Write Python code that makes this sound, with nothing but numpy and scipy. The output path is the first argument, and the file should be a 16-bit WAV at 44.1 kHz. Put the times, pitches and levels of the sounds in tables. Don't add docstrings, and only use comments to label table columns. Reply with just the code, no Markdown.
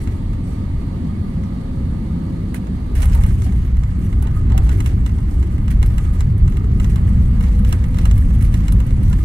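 import sys
import numpy as np
from scipy import signal
from scipy.fft import rfft, irfft, next_fast_len
from scipy.io import wavfile
from scipy.ndimage import uniform_filter1d

SR = 44100
rng = np.random.default_rng(int(sys.argv[2]) if len(sys.argv) > 2 else 0)


def invert_db(x):
    u = np.asarray(x, float) / 20
    return 10 ** u


def materialize(psi):
    bounded = np.clip(np.atleast_2d(psi).T, -1, 1)
    quanta = np.round(bounded * 32767).astype(np.int16)
    wavfile.write(sys.argv[1], SR, quanta)


N = 407484
T = np.arange(N) / SR
TOUCHDOWN_S, SETTLE_S = 2.94, .012
PORT_LAG_S = 26 / SR
PANEL_LAG_S = 23 / SR


def evened(x):
    return x / np.sqrt(np.mean(x ** 2) + 1e-20)


def smooth(x, length):
    return uniform_filter1d(uniform_filter1d(x, size=length), size=length)


def patchy(grid, time_size, hz_size):
    blurred = uniform_filter1d(grid, size=time_size, axis=0)
    return evened(uniform_filter1d(blurred, size=hz_size, axis=1))


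def read(points, hz):
    f, value = np.transpose(points)
    return np.interp(np.log(hz + 1), np.log(f + 1), value)


def column(rows, index, t=T):
    rows = np.array(rows)
    return np.interp(t, rows[:, 0], rows[:, index])


def band(x, lo_hz, hi_hz):
    edges = [lo_hz, min(hi_hz, SR / 2.1)]
    return signal.sosfilt(signal.butter(2, edges, "band", fs=SR, output="sos"), x)


def add(mix, s, sound):
    part = mix[:, round(s * SR):][:, :sound.shape[1]]
    part += sound[:, :part.shape[1]]


def strike(t, rise_s, t60, tail_db, tail_t60):
    ring = invert_db(-60 * t / t60) + invert_db(tail_db - 60 * t / tail_t60)
    return (1 - np.exp(-t / rise_s)) * ring


def rolling(t):
    return .5 + .5 * np.tanh((t - TOUCHDOWN_S) / SETTLE_S)


def swells_db(rows, rise, flying_db, rolling_db):
    fade_db = 8.5
    roundness = 1.27
    t = np.arange(0, N / SR + .002, .002)
    peak_s, db, length_s = (v[:, None] for v in np.transpose(rows))
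    rise = (rise * np.ones(len(rows)))[:, None]
    away = np.where(t < peak_s, (peak_s - t) / rise, t - peak_s) / length_s
    bed_db = flying_db + (rolling_db - flying_db) * rolling(t)
    swells = invert_db(2 * (db - fade_db * away ** roundness)).sum(0)
    return np.interp(T, t, 10 * np.log10(invert_db(2 * bed_db) + swells))


# pitch_hz, likeness_0_to_1
PORT_LIKENESS = [(60, 1), (160, 0.97), (300, 0.9), (500, 0.62), (1000, 0.14), (2000, 0.42), (5000, 0),
                 (15000, 0.1)]
# pitch_hz, lag_s
FIELD_LAG = [(60, 0.00027), (250, 0.00015), (430, 0.00024), (700, 0.00076), (1200, 0.00067),
             (16000, 0.00057)]


def diffuse(field_db, size, patchy_db, band_hz):
    hop = size // 4
    hz = np.fft.rfftfreq(size, 1 / SR)[:, None]
    t = np.arange(N // hop + 5) * hop / SR
    a, b, c, d, patches = rng.standard_normal((len(t), len(hz), 5)).T
    same = np.clip(read(PORT_LIKENESS, hz), 0, 1)
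    right = a + 1j * b
    delayed = right * np.exp(-2j * np.pi * hz * read(FIELD_LAG, hz))
    left = same * delayed + np.sqrt(1 - same ** 2) * (c + 1j * d)
    z = np.array([left, right]) * invert_db(field_db(hz, t) + patchy_db * patchy(patches, 5, 9))
    inside = (hz > band_hz[0]) & (hz < band_hz[1])
    whole, part = (signal.istft(v, nperseg=size, noverlap=size - hop)[1][:, :N] for v in (z, z * inside))
    return whole / np.sqrt(np.mean(part ** 2))


def tone(hz, db):
    drift, fade = (evened(smooth(v, 3000)) for v in rng.standard_normal((2, N)))
    turn = 2 * np.pi * np.cumsum(hz * (1 + 0.00416 * drift)) / SR
    late = turn - 2 * np.pi * hz * read(FIELD_LAG, hz)
    return np.sqrt(2) * invert_db(db + 1.2 * fade) * np.sin([late, turn])


# pitch_hz, level_db
AIR = [(260, -17), (450, -2.5), (523, -3), (599, -6), (1080, -10), (1180, -14.5), (1430, -18), (2150, -17),
       (2420, -24), (4360, -22.5), (5140, -26), (8970, -29.5), (11900, -34), (13300, -48), (15600, -49),
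       (16400, -62)]
# pitch_hz, change_db
ROLLING_HISS = [(600, -1.2), (1500, 2), (2500, 1), (3500, -2.5), (4800, -3), (5200, -7)]
# peak_s, level_db, length_s
JOSTLES = [(3.03, -43, 0.14), (3.17, -45, .08), (4.26, -47, 0.073), (4.38, -53, 0.13), (4.55, -43.5, 0.14),
           (4.68, -45.5, 0.076), (4.78, -49, .05), (4.89, -46, .06), (5.9, -50, 0.82), (7.05, -47, 0.33),
           (7.43, -47, 0.18), (7.73, -46.5, 0.25), (8.05, -47.5, 0.23), (8.7, -49.5, 1)]


def airflow():
    def field_db(hz, t):
        lining_edge_db = 3.5 * np.tanh((4850 - hz) / 50.)
        return read(AIR, hz) + lining_edge_db + read(ROLLING_HISS, hz) * rolling(t)
    hiss = diffuse(field_db, size=1024, patchy_db=1.2, band_hz=(600, 2600))
    return invert_db(swells_db(JOSTLES, rise=0.68, flying_db=-46.5, rolling_db=-48)) * hiss


# peak_s, level_db, length_s
DRAUGHTS = [
    (3.92, -57, 0.09),
    (4.18, -57, .06),
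    (4.37, -48, .1),
    (5.4, -65, 0.33),
    (6.15, -50, 0.18),
    (6.6, -50, 0.2),
    (7.3, -57, 0.13),
    (7.65, -55, 0.12),
]


def window_whistle():
    def field_db(hz, t):
        centre_hz = 1225 + 18 * np.sin(2 * np.pi * 2.3 * t)
        return -18. * np.log10(1 + ((hz - centre_hz) / 48.) ** 2)
    whistle = diffuse(field_db, size=1024, patchy_db=3, band_hz=(1140, 1300))
    return invert_db(swells_db(DRAUGHTS, rise=0.72, flying_db=-57.5, rolling_db=-58.0) - 1.5) * whistle


# pitch_hz, level_db
WALL = [(53, -74), (90, 10.5), (103, -8.5), (113, -4), (188, 0), (394, -16), (433, -23.5), (527, -42),
        (700, -28), (910, -42), (1540, -120)]
# time_s, level_db, upper_roar_db
DRONE = [(0, -27.5, 1), (1.5, -24, -3), (2.9, -25.5, -1), (2.97, -33.5, 9), (3.07, -30.5, 1.5),
         (3.55, -24, -1.5), (3.9, -32, -3.5), (4.05, -25, 1.5), (4.22, -28, -2.5), (4.5, -25, 1.5),
         (4.75, -33.5, 9.5), (5.1, -24, -2.5), (5.4, -34, 7.5), (5.7, -25.5, -1), (6.2, -31, 1.5),
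         (6.65, -22, -2), (7.4, -22.5, -6.5), (9.24, -24, -3)]


def wall_drone():
    def field_db(hz, t):
        return read(WALL, hz) + column(DRONE, 2, t) * np.clip((hz - 200) / 82.0, 0, 1)
    drone = diffuse(field_db, size=2048, patchy_db=1.65, band_hz=(125, 450))
    return invert_db(column(DRONE, 1) - 0.5) * drone


# time_s, pitch_hz, level_db
SHAFT = [(0, 545.4, -61), (1.2, 542, -55.5), (1.55, 536.5, -46), (1.8, 534.4, -47), (2.1, 530, -55.5),
         (2.27, 533, -43.5), (2.45, 524, -57), (2.65, 519, -47), (2.8, 513.6, -60), (3.2, 510.3, -63),
         (6.8, 476, -88), (7.12, 491, -53), (7.5, 481, -45), (7.9, 496, -45.5), (8.1, 501, -53),
         (8.5, 506, -51), (8.95, 518, -49.5), (9.24, 503, -53)]


def shaft_tone():
    hz, db = column(SHAFT, 1), column(SHAFT, 2)
    half_db = -38.5 + 0.29 * (db + 50)
    return tone(hz, db) + tone(hz * .485, half_db)


# pitch_hz, level_db
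FANS = [
    (905, -56),
    (1155, -62),
]


def cabin_fans():
    return sum(tone(hz, db - 8.7 * rolling(T)) for hz, db in FANS)


# pitch_hz, level_db
FLOOR = [(11, -31), (20, -7), (31, -1.5), (41, 1.5), (59, 1.5), (110, -3), (145, -15.5), (172, -14),
         (260, -31.5), (400, -100)]
# time_s, pitch_hz, level_db
BOOM = [(0, 64, -4.5), (2.8, 59, 6.5), (3.1, 61.7, 9), (4.5, 60.6, 3), (5.8, 59, 2.5), (7.5, 49, 3.5),
        (9.24, 53, 4)]
# peak_s, level_db, length_s
BUMPS = [(.0, -20.5, 0.86), (.33, -21, 0.095), (.77, -20.5, 0.13), (1.85, -21, 0.22), (2.77, -21.5, 0.12),
         (2.99, -14.5, 0.071), (3.08, -13, 0.11), (3.19, -10.5, 0.25), (3.57, -12.5, 0.046),
         (3.77, -8.5, 0.048), (4.18, -10.5, 0.036), (4.58, -10, 0.31), (5.0, -14.5, 0.12),
         (5.26, -16, 0.041), (5.39, -11, 0.05), (5.58, -12, 0.035), (5.81, -9.5, 0.16), (6.1, -16.5, 0.22),
         (6.27, -12.5, .1), (6.44, -6, 0.049), (6.9, -13.5, 0.52), (7.2, -12, 0.26), (7.6, -12.5, 0.41),
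         (8.12, -8.5, 0.14), (8.3, -11, 0.062), (8.45, -11, 0.24), (8.75, -6.5, 0.062), (8.93, -10, 0.024),
         (9.07, -10.5, 0.15)]


def floor_shake():
    def field_db(hz, t):
        hump = np.exp(-((hz - column(BOOM, 1, t)) / 10.0) ** 2)
        return read(FLOOR, hz) + column(BOOM, 2, t) * hump
    boom = diffuse(field_db, size=4096, patchy_db=1.0, band_hz=(22, 125))
    lumps = np.sqrt(uniform_filter1d((boom ** 2).mean(0), size=3000) + 1e-4)
    shake_db = swells_db(BUMPS, rise=0.71, flying_db=-25.5, rolling_db=-17)
    return invert_db(shake_db) * boom / lumps ** .85


# start_s, peak_db, pitch_hz
THUDS = [(.08, -60, 1946), (2.953, -51.5, 1750), (2.984, -46, 624), (3.09, -52, 1150), (3.237, -62, 1130),
         (3.307, -50, 890), (4.363, -49.5, 1254), (9.106, -53, 1420), (9.129, -55, 1320),
         (3.027, -41.5, 806), (3.149, -41, 915), (3.187, -40, 800), (3.255, -46, 880), (3.46, -43, 739),
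         (4.222, -46, 846), (4.229, -56, 1490), (4.25, -45, 910), (4.272, -55, 1500), (4.507, -40, 880),
         (4.546, -39, 760), (4.577, -39, 746), (4.663, -45, 840), (4.693, -51, 1460), (6.959, -49, 1090),
         (7.725, -54, 1022), (8.111, -50, 765.2), (8.802, -51, 1006)]


def locker_thuds():
    out, t = np.zeros((2, N)), np.arange(4000) / SR
    for (s, db, hz), noise in zip(THUDS, rng.standard_normal((len(THUDS), len(t)))):
        rough = evened(band(band(noise, .65 * hz, 1.3 * hz), .5 * hz, 1.5 * hz))
        ring = .95 * np.sin(2 * np.pi * hz * t) + .55 * rough
        ring = ring * strike(t, .001, .12, -9, .3) * invert_db(3)
        add(out, s, invert_db(db + 7) * np.array([.6 * np.roll(ring, round(PORT_LAG_S * SR)), ring]))
    return out


# start_s, level_db, pitch_hz, t60_s, fuzz_0_to_1
PINGS = [
    (1.437, -54, 5700, .08, 1),
    (4.052, -57, 5870, .16, .25),
    (.016, -55, 10400, .2, 1),
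    (.022, -59, 8500, .25, 1),
    (.436, -61, 8300, .5, 1),
    (.49, -60, 8200, .3, 1),
    (.47, -64, 10900, .5, 1),
    (.46, -63, 5700, .6, 1),
    (.52, -63, 6000, .4, 1),
    (5.865, -57, 5400, .2, .3),
]


def fitting_pings():
    out, t = np.zeros((2, N)), np.arange(8000) / SR
    for (s, db, hz, t60, fuzz), noise in zip(PINGS, rng.standard_normal((len(PINGS), 2, len(t)))):
        fuzzy = evened(band(band(noise, .9 * hz, 1.1 * hz), .9 * hz, 1.1 * hz))
        clear = np.sqrt(2) * np.sin(2 * np.pi * hz * t)
        add(out, s, invert_db(db - 60 * t / t60) * (fuzz * fuzzy + (1 - fuzz) * clear))
    return out


# peak_s, level_db, length_s
JOLTS = [(.001, -51.5, 0.08), (4.225, -55, 0.024), (2.545, -41, 0.025), (2.955, -45.5, 0.055),
         (7.59, -64, .04), (8.41, -49.5, 0.034), (3.62, -53, 0.037), (4.23, -66, 0.15), (5.865, -56, .05),
         (6.14, -52, 0.034), (7.07, -53, 0.047), (5.705, -42.5, 0.024), (7.67, -48.5, 0.14),
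         (8.44, -50, 0.065), (8.54, -52, 0.31), (9.03, -58, 0.064)]
# peak_s, level_db, length_s
RUBS = [(0.467, -65, .05), (0.528, -60, 0.068), (.125, -56.5, 0.033), (3.024, -37.5, 0.02),
        (3.128, -41.5, 0.031), (3.09, -49.5, 0.056), (2.985, -48, .03), (3.628, -65, .04), (9.04, -57, .04),
        (3.223, -50, 0.086), (3.28, -54, 0.09), (3.42, -51.5, 0.2), (3.82, -59, 0.078),
        (4.048, -53.5, 0.086), (4.363, -56, 0.045), (4.702, -49.5, 0.18), (4.87, -48, 0.037),
        (5.07, -58.5, 0.29), (5.308, -55, 0.065), (5.473, -57, 0.16), (5.863, -53, 0.078),
        (5.955, -56, 0.066), (6.037, -54.5, 0.12), (6.21, -50, 0.031), (6.4, -65, .05), (6.517, -58, 0.11),
        (6.841, -51, 0.14), (6.904, -49, 0.014), (7.138, -57.5, 0.23), (7.453, -51.5, 0.18),
        (8.002, -51.5, 0.19), (8.17, -52, 0.13), (8.34, -55.5, 0.17), (8.701, -69, 0.42),
        (8.87, -64, 0.063), (9.19, -52.5, 0.43)]


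def chatter_db():
    rise = np.repeat([.08, 0.57], [len(JOLTS), len(RUBS)])
    return swells_db(JOLTS + RUBS, rise, flying_db=-64.5, rolling_db=-61.5)


# pitch_hz, level_db
RUSTLE = [(710, -8), (1200, -26), (1430, -1.5), (1880, 2.5), (2420, -3.5), (3800, -10.5), (5250, -12.5),
          (5730, -11), (7210, -11), (12100, -15), (13200, -20), (15700, -27), (16400, -43)]


def trim_rustle():
    contacts_per_s = 400
    force_db = 2.8 * np.minimum(rng.exponential(1, N), 3)
    contacts = invert_db(force_db) * (rng.random(N) < contacts_per_s / SR)
    flicker = evened(0.043 + signal.lfilter([.012], [1, -.992], contacts))

    def field_db(hz, t):
        flutter = patchy(rng.standard_normal((len(t), len(hz))), 30, 24).T
        return read(RUSTLE, hz) - 1.7 * (hz < 2600) + 1.8 * flutter
    fizz = diffuse(field_db, size=256, patchy_db=1.5, band_hz=(5000, 15000))
    return invert_db(chatter_db() - 1.1) * flicker * fizz


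# start_s, level_db
LINING = [(0.0733, -39.5), (1.435, -47), (3.419, -37), (3.5222, -45), (3.835, -40.5), (4.127, -39),
          (4.2705, -38.5), (4.5, -43), (4.52, -37), (4.577, -25), (4.7147, -39), (4.803, -28.5),
          (4.915, -48), (5.062, -31.5), (5.093, -44), (5.1846, -43), (5.4266, -37.5), (5.6797, -35.5),
          (6.0508, -40), (6.477, -35.5), (6.642, -45), (6.799, -31), (6.844, -34), (7.4386, -37.5),
          (7.7256, -23.5), (7.8397, -38.5), (8.1115, -29.5), (8.6815, -29), (9.1283, -32.5)]
# start_s, level_db
TRAY = [(.3316, -47), (4.976, -50), (2.6693, -45.5), (2.787, -59), (3.0294, -30), (3.236, -31),
        (3.306, -43), (3.676, -48), (3.7682, -42.5), (4.0227, -58), (4.692, -32.5), (4.86, -28),
        (5.283, -50), (5.5804, -45.5), (5.799, -49), (5.818, -42), (5.828, -27.5), (5.903, -44),
        (5.9808, -30), (6.2058, -31), (6.522, -44), (6.5696, -36.5), (6.958, -33.5), (7.4075, -37),
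        (7.6474, -33), (7.943, -40.5), (7.969, -40), (7.9853, -30.5), (8.0539, -26), (8.3047, -43),
        (8.541, -30.5), (8.605, -49), (8.8018, -33), (8.9066, -43)]
# start_s, level_db
LATCH = [(6.133, -50), (6.497, -52), (8.25, -55), (8.408, -46), (8.445, -45), (.667, -61), (3.99, -55),
         (4.633, -50), (2.5431, -37.5), (2.9515, -44), (2.972, -51), (3.0032, -39), (3.019, -39),
         (3.041, -42), (3.055, -36.5), (3.124, -51), (3.1475, -34.5), (3.263, -42.5), (4.2236, -39.5),
         (4.362, -53), (4.645, -47), (5.3407, -51), (5.708, -44), (5.86, -41), (6.3787, -51), (7.4, -53),
         (7.426, -45), (7.456, -57), (7.589, -46), (7.6902, -41), (8.1778, -40), (8.337, -48), (8.423, -37),
         (8.7216, -34.5), (8.865, -46), (9.033, -45), (9.0976, -45)]
# body_over_crack_db, top_over_crack_db, top_t60_s
COLOURS = [
    (2, -14.5, 0.02),
    (2, -7.5, 0.017),
    (-1, -1, 0.043),
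]


def tick_rows():
    rows, mid_db = [], -37.5
    for ticks, (body_db, top_db, top_t60) in zip((LINING, TRAY, LATCH), COLOURS):
        for s, db in ticks:
            body = body_db - 0.31 * (db - mid_db)
            top = min(top_db + 0.5 * max(db - mid_db, 0), max(top_db, -8.))
            rows.append((s, db, body, top, top_t60))
    return rows


# pitch_hz, level_db
PANEL = [(990, 16.5), (1280, 7), (1600, -15), (1950, 4.5), (2130, 7), (2900, 15), (3450, 8), (3730, 4.5),
         (4030, 10), (5300, 5.5), (6350, 9.5), (6900, 3), (7750, 2.5), (9350, -7)]


def trim_ticks():
    out, t = np.zeros((2, N)), np.arange(4000) / SR
    ticks = tick_rows()
    noises = rng.standard_normal((len(ticks), 2, len(t)))
    picks = rng.standard_normal((len(ticks), 3, len(PANEL), 1))
    hz, mode_db = np.transpose(PANEL)[:, :, None]
    low = hz[:, 0] < 2500
    damped = invert_db(-60 * t / .045)
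    for (s, db, body_db, top_db, top_t60), noise, (size, tune, phase) in zip(ticks, noises, picks):
        late = np.roll(noise[1], round(PORT_LAG_S * SR))
        noise = np.array([0.88 * noise[0] + 0.055 * late, noise[1]])
        turn = 2 * np.pi * hz * (1 + 0.0095 * tune) * t + phase
        modes = invert_db(mode_db + 2.2 * size) * np.sin([turn - 2 * np.pi * hz * PANEL_LAG_S, turn])
        snap = band(noise, 2250, 2750) + 0.6 * band(noise, 3720, 3740) + 0.71 * band(noise, 6700, 8330)
        crack = 0.34 * evened(snap) + 0.85 * damped * evened(modes[:, ~low].sum(1))
        body = 0.59 * evened(band(noise, 510, 1870)) + 1.39 * damped * evened(modes[:, low].sum(1))
        top = evened(band(band(noise, 7200, 12400), 8000, 20000) + 0.37 * band(noise, 14300, 15700))
        knock = crack * strike(t, 20 / SR, 0.042, -25.0, 0.11)
        knock += invert_db(body_db) * body * strike(t, 0.001, 0.066, -20.5, 0.11)
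        knock += invert_db(top_db) * top * strike(t, .0006, top_t60, -20, .1)
        add(out, s, invert_db(db + 1.5) * knock)
    return out


def scene():
    air = airflow() + window_whistle() + cabin_fans()
    engines = wall_drone() + shaft_tone()
    shaken = floor_shake() + locker_thuds() + fitting_pings() + trim_rustle() + trim_ticks()
    return air + engines + shaken


def band_limit(x):
    return signal.sosfilt(signal.butter(12, 16520, fs=SR, output="sos"), x)


# pitch_hz, width_hz, level_db
HOLLOWS = [(1235, 97, 4.5), (2274, 345, 2.5), (2840, 98, 3), (3750, 150, 0), (8820, 2340, 5),
           (11500, 1500, 3)]
# pitch_hz, left_minus_right_db
PORTS = [(200, 1.5), (300, -2.5), (480, -1.5), (740, -4), (1220, -4), (2010, -12), (3330, -3.5), (5500, 2),
         (9080, -4), (15000, -18)]


def record(dry):
    size = next_fast_len(N + 8192)
    hz = np.fft.rfftfreq(size, 1 / SR)
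    hollow_db = sum(db / (1 + ((hz - f) / width * 2) ** 2) for f, width, db in HOLLOWS)
    ports_db = read(PORTS, hz) * (hz > 200) * np.array([[.6], [-.3]])
    treble_db = -25 * (hz > 15780)
    coloured = irfft(rfft(dry, size) * invert_db(hollow_db + ports_db + treble_db), size)[:, :N]
    ceiling, open_s = 1.05, .004
    mix = np.minimum(T / open_s, 1) * ceiling * np.tanh(coloured / ceiling)
    return band_limit(mix)


dry = scene()
out = record(dry)
materialize(out)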